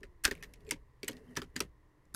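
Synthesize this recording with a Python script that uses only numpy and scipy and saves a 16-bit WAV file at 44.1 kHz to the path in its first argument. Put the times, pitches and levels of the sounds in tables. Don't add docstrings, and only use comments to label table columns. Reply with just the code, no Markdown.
import sys
import numpy as np
from scipy import signal
from scipy.fft import rfft, irfft
from scipy.io import wavfile
from scipy.ndimage import uniform_filter1d

SR = 44100
rng = np.random.default_rng(int(sys.argv[2]) if len(sys.argv) > 2 else 0)


def to_wav(s):
    ch = np.atleast_2d(s).T
    pcm = np.round(np.clip(ch, -1, 1) * 32767)
    wavfile.write(sys.argv[1], SR, pcm.astype(np.int16))


def field_ratio(decibels):
    return 10 ** (np.asarray(decibels, dtype=float) / 20)


N = 94815

# f/Hz, level/dB
AIR_COLOUR = [(12, -26.5), (20, 3.5), (88, -33.5), (123, -3.5), (182, -37), (301, -20), (446, -24),
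              (1000, -36), (16000, -54)]
# f/Hz, width/Hz, level/dB
MACHINE_HUMS = [(131, 58, -78.5), (1020, 300, -79), (1880, 330, -82)]
# t/s, level/dB
BREEZE_LEVEL = [(0, -53), (.1, -57), (.2, -65.5), (.3, -55), (.55, -63), (.7, -53), (.82, -60), (1.0, -68),
                (1.5, -59), (1.7, -60), (2.0, -75), (2.15, -61.5)]
# t/s, scrape level/dB, block groan level/dB, groan f/Hz
BOLT_SLIDE = [(0, -66.5, -68, 382.8), (0.218, -79, -72.5, 330), (0.358, -57, -70.5, 380),
              (0.559, -65, -77, 400), (0.641, -62.5, -67.5, 408.2), (.685, -56, -62, 436.3),
              (.71, -55, -65, 394), (.85, -77.5, -85, 400), (1.02, -70.5, -82, 331),
              (1.099, -48.5, -58.5, 250.2), (1.17, -56.5, -66, 245.3), (1.231, -63, -68.5, 248.6),
              (1.32, -56, -66, 243), (1.371, -63, -65, 247.2), (1.531, -68, -77.5, 300),
              (1.63, -49.5, -70, 300), (1.72, -80.5, -76.5, 300), (2.15, -71, -77, 300)]
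# t/s, length/s, f/Hz, level/dB
SQUEAKS = [(.665, .02, 2500, -63), (.66, .032, 4300, -75), (.664, .028, 7550, -72),
           (.666, .026, 12900, -74), (.649, .02, 420, -55), (.674, .028, 424, -44), (.408, .016, 2500, -62),
           (1.145, .02, 1900, -64), (1.195, .045, 440, -56), (1.275, .025, 3100, -71),
           (1.3, .02, 1850, -66), (1.324, .016, 1850, -62), (1.26, .095, 245, -51), (1.12, .07, 250, -52)]
# f/Hz, level/dB, time to fall 60
# dB/s
BLOCK_TONES = [(45, -1.5, 0.047), (125, -7.5, .1), (170, 4.5, 0.058), (253.7, 0.5, .09), (300, 0.5, .07),
               (394.7, 3.5, 0.049), (535, -11, 0.08), (950, -14, .04)]
# t/s, level/dB, f/Hz
BLOCK_KNOCKS = [(.014, -49.5, 374), (.035, -47, 420), (0.255, -30.5, 45), (0.255, -38.5, 300),
                (0.279, -32.5, 404), (.314, -32.5, 403), (.722, -35.5, 320), (.716, -37, 950),
                (1.373, -35.5, 950), (1.605, -36.5, 950), (.745, -44, 129.2), (1.45, -48.5, 150),
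                (1.033, -34, 400), (1.094, -36, 323), (1.373, -39.5, 125), (1.374, -31.5, 413),
                (1.391, -37.5, 270), (1.422, -38, 433), (1.562, -34, 244), (1.606, -29.5, 370),
                (1.624, -40, 300), (.314, -42, 950), (1.09, -38, 535), (1.09, -46, 950), (1.61, -40, 535),
                (.04, -52, 535), (.315, -40, 45), (2.144, -44, 170), (.76, -52, 800), (1.65, -46, 170)]
# t/s, level/dB, f/Hz, time to fall 60 dB/s
SINGING_SPRINGS = [(.254, -45, 13910, .1), (.428, -66, 13900, .17), (1.420, -62, 10500, .07),
                   (1.566, -57, 8050, .1), (.2515, -28, 1543, .07), (.2515, -29, 1743, .06),
                   (.278, -42, 1543, .04), (1.565, -42, 1813, .09), (1.373, -40, 1750, .09),
                   (.427, -43, 1780, .06), (1.372, -44, 3100, .04)]
# ratio to its pitch, level/dB, time to fall 60 dB/s
RECEIVER_TONES = [(.8, -13, .02), (1.0, 0, .025), (1.12, -8, .025), (1.42, -10.5, .02), (1.63, -13, .02)]
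# t/s, level/dB, bright steel f/Hz, steel share level/dB
SMALL_TICKS = [(.007, -58, 6700, -3), (0.352, -39, 9500, -17), (.377, -47, 12500, -22),
               (.607, -56, 4500, 3), (0.5373, -35, 5500, 6), (0.691, -38, 7000, -11),
               (.699, -42.5, 6060, -13), (1.045, -35.5, 7050, 6), (1.0775, -39, 9000, 21),
               (1.098, -35, 4030, 9), (1.112, -40, 7950, 16), (1.118, -38, 3100, 4),
               (1.131, -42.5, 4830, 3), (1.168, -44, 3300, 0), (1.355, -37, 3950, -6),
               (1.446, -50, 3150, 1), (1.575, -45, 4700, 14), (1.593, -37.5, 5700, 27),
               (1.613, -40, 5900, 7.5), (.308, -42, 3000, -10), (.649, -59, 7300, 3), (.667, -50, 2600, -3),
               (1.31, -59, 8500, 6), (.258, -31, 4800, 3), (.27, -34, 5000, 0), (.73, -36, 6000, 3),
               (.447, -54, 4000, 3), (2.053, -62, 7000, 10)]
# t/s, level/dB, receiver f/Hz, bright steel f/Hz, steel share level/dB
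LEVER_OPENING = [(0.0319, -36, 1815, 5060, -15), (0.2374, -30.5, 1663, 8450, 2.5),
                 (.240, -25, 2165, 11050, 7.5), (0.2459, -20, 1732, 5800, -10),
                 (0.2511, -9.5, 1543, 5340, 0), (0.2515, -18, 2500, 8200, 0), (0.2773, -25, 1600, 5630, -8),
                 (0.3112, -24.5, 1790, 4750, -7), (.314, -28, 1860, 4730, -18),
                 (0.4261, -32, 1780, 6000, -12), (0.4345, -34, 1870, 5200, 0),
                 (0.7091, -19, 2250, 9590, 6.5), (0.71, -20, 2150, 5430, -1), (.719, -27, 2240, 4570, 2.5)]
# t/s, level/dB, receiver f/Hz, bright steel f/Hz, steel share level/dB
LEVER_CLOSING = [(1.031, -26, 2300, 4500, -7), (1.0805, -22.5, 1906, 7930, 1.5),
                 (1.084, -27.5, 2200, 12500, 18), (1.086, -30, 2980, 12990, -9),
                 (1.364, -32, 1818, 5070, -6), (1.3692, -22, 1300, 5904, -2),
                 (1.372, -21.5, 1736, 5780, -8.5), (1.4177, -29, 1312, 3200, -1),
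                 (1.558, -40, 2000, 3000, -8), (1.563, -22, 1797, 4790, -2.5),
                 (1.6045, -26, 2700, 13000, 0), (1.6042, -16, 1292, 5790, 6), (2.142, -35, 1400, 9400, 7),
                 (2.1465, -25, 1420, 11400, 3)]

STEEL_LOW_HZ, STEEL_TOP_HZ, STEEL_T60_S = 2300, 14500, .012
BRIGHT_DB, BRIGHT_T60_S = 10, .014
STEEL_FOCUS_DB, BLOCK_FOCUS_DB = 6.5, 14.5
CHATTER_S, REBOUND = .0022, .9
TAIL_T60_S, TAIL_BODY_DB, TAIL_STEEL_DB = .086, -16.5, -18


def evened(x):
    return x / np.sqrt(np.mean(x ** 2) + 1e-20)


def read(points, hz):
    f, value = np.transpose(points)
    return np.interp(np.log(hz + 1), np.log(f + 1), value)


def curve(points):
    s, value = np.transpose(points)
    return np.interp(np.arange(N) / SR, s, value)


def add(mix, s, sound):
    part = mix[round(s * SR):][:len(sound)]
    part += sound[:len(part)]


def lowpass(x, hz):
    return signal.lfilter(*signal.butter(2, hz, fs=SR), x)


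def resonate(x, hz, width):
    return signal.lfilter(*signal.iirpeak(hz, hz / width, SR), x)


def resonate_twice(x, hz, width):
    return resonate(resonate(x, hz, width), hz, width)


def ring(modes, phases):
    hz, db, t60 = np.transpose(modes)[:, :, None]
    t = np.arange(SR // 8) / SR
    fade = field_ratio(db - 60 * t / np.maximum(t60, .003))
    tones = fade * np.sin(2 * np.pi * (hz * t + phases[:len(modes), None]))
    onset = np.minimum(t / 0.00013, 1)
    return tones.sum(0) * onset / np.sqrt((field_ratio(db) ** 2).sum())


def focused(modes, hz, slope_db):
    return [(f, db - slope_db * abs(np.log2(f / hz)), t60) for f, db, t60 in modes]


def air():
    floor_noise, hum_noise, breeze_noise = rng.standard_normal((3, N))
    colour = field_ratio(read(AIR_COLOUR, np.fft.rfftfreq(N, 1 / SR)))
    floor = irfft(rfft(floor_noise) * colour, N)
    hums = sum(field_ratio(db) * evened(resonate_twice(hum_noise, hz, width)) for hz, width, db in MACHINE_HUMS)
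    rumble_band = signal.butter(2, [18, 70], "band", fs=SR, output="sos")
    breeze = evened(signal.sosfilt(rumble_band, breeze_noise))
    return field_ratio(-67) * evened(floor) + hums + field_ratio(curve(BREEZE_LEVEL) + 0.5) * breeze


def slide():
    level_db, groan_db, groan_hz = (curve([(row[0], row[k]) for row in BOLT_SLIDE]) for k in (1, 2, 3))
    push = rng.standard_normal(N)
    happens = rng.random(N) < 7000 / SR
    strength = field_ratio(1.2 * np.minimum(rng.exponential(1, N), 4))
    slips = push * happens * strength

    wood = sum(field_ratio(db) * resonate_twice(slips, hz, 5.7 / t60) * np.sqrt(t60)
               for hz, db, t60 in BLOCK_TONES[1:])
    body = resonate_twice(slips, 1900, 600) + .35 * resonate_twice(slips, 2700, 700)
    flutter = evened(uniform_filter1d(rng.standard_normal(N), size=500))
    hiss = (resonate(slips, 3800, 3500) + .4 * resonate(slips, 9300, 2500)) * field_ratio(1.1 * flutter)

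    waver = evened(lowpass(slips, 75))
    groan_turns = np.cumsum(groan_hz * (1 + .015 * waver)) / SR
    groan = field_ratio(groan_db + 2.5 * waver[::-1]) * np.sin(2 * np.pi * groan_turns)
    scrape = field_ratio(-2) * evened(wood) + field_ratio(-14.5) * evened(body) + field_ratio(-18.5) * evened(hiss)
    return field_ratio(level_db) * scrape + groan


def squeak():
    out = np.zeros(N)
    for s, length, hz, db in SQUEAKS:
        wobble, lumps = (evened(uniform_filter1d(v, size=150)) for v in rng.standard_normal((2, SR // 8)))
        t = np.arange(len(wobble)) / SR
        lumps_db = 4 * lumps * min(hz / 2000, 1)
        swell = np.sin(np.pi * np.minimum(t / length, 1)) * field_ratio(db + lumps_db)
        turns = np.cumsum(hz * (1 + .008 * wobble)) / SR
        add(out, s, swell * np.sin(2 * np.pi * turns))
    return out


def block():
    out = np.zeros(N)
    for s, db, hz in BLOCK_KNOCKS:
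        sound = ring(focused(BLOCK_TONES, hz, BLOCK_FOCUS_DB), rng.random(14) * 0.2)
        onset = np.minimum(np.arange(len(sound)) / (.003 * SR), 1)
        add(out, s, field_ratio(db + 4.5) * sound * onset)
    return out


def springs():
    out = np.zeros(N)
    t = np.arange(SR // 4) / SR
    for s, db, hz, t60 in SINGING_SPRINGS:
        add(out, s, field_ratio(db - 60 * t / t60) * np.sin(2 * np.pi * hz * t))
    return out


def blow(db, body_hz, steel_hz, steel_db, ring_share=1, body_db=0):
    phases, when, size, place, weight = rng.random((5, 40))
    t = np.arange(SR // 8) / SR
    grit_noise, tail_noise, lump_noise = rng.standard_normal((3, len(t)))
    grit = resonate(grit_noise, steel_hz, 9000)

    receiver = [(ratio * body_hz, d, t60 * ring_share) for ratio, d, t60 in RECEIVER_TONES]
    body = field_ratio(body_db) * ring(receiver, phases * 0) * np.minimum(t / .0012, 1)

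    steps = (np.arange(1, len(place)) - place[1:]) / (len(place) - 1)
    steel_tones = STEEL_LOW_HZ * (STEEL_TOP_HZ / STEEL_LOW_HZ) ** steps
    modes = [(steel_hz, BRIGHT_DB, BRIGHT_T60_S * ring_share)]
    modes += [(f, 11 * (w - .5), STEEL_T60_S * ring_share * (.5 + w)) for f, w in zip(steel_tones, weight)]
    crack = grit * field_ratio(-3 - 40000 * t)
    steel = ring(focused(modes, steel_hz, STEEL_FOCUS_DB), phases) + crack

    contacts = np.zeros(SR // 40)
    contacts[0] = 1
    rebounds = (size[:5] - .5) * 2 * REBOUND * (1 - when[:5] / 2)
    np.add.at(contacts, (CHATTER_S * SR * when[:5]).astype(int), rebounds)
    chatter = signal.fftconvolve(steel, contacts)[:len(t)]
    hit = body + field_ratio(steel_db) * chatter

    lumps_db = 3.5 * evened(uniform_filter1d(lump_noise, size=90))
    fade = field_ratio(lumps_db - 60 * t / TAIL_T60_S) * np.minimum(t / .003, 1)
    body_rattle = evened(resonate(tail_noise, body_hz, 1300) + resonate(tail_noise, body_hz, 290))
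    steel_rattle = lowpass(grit, 7000)
    tail = field_ratio(TAIL_BODY_DB) * body_rattle + field_ratio(TAIL_STEEL_DB + steel_db) * steel_rattle
    return field_ratio(db) * (hit / abs(hit).max() + fade * tail / max(1, field_ratio(steel_db)))


def ticks():
    out = np.zeros(N)
    for s, db, steel_hz, steel_db in SMALL_TICKS:
        add(out, s, blow(db - 4.5, 2276, steel_hz, steel_db, ring_share=.45, body_db=-7))
    return out


def lever():
    out = np.zeros(N)
    for s, db, *colour in LEVER_OPENING + LEVER_CLOSING:
        add(out, s, blow(db - 2, *colour))
    return out


def scene():
    return (lever() + ticks() + springs() + block() + slide() + squeak() + air())[None]


def top_cut(x):
    return signal.sosfilt(signal.butter(12, 16640, fs=SR, output="sos"), x)


def record(dry):
    mic_top = signal.butter(10, 15700, fs=SR, output="sos")
    return top_cut(signal.sosfilt(mic_top, dry))


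dry = scene()
out = record(dry)
to_wav(out)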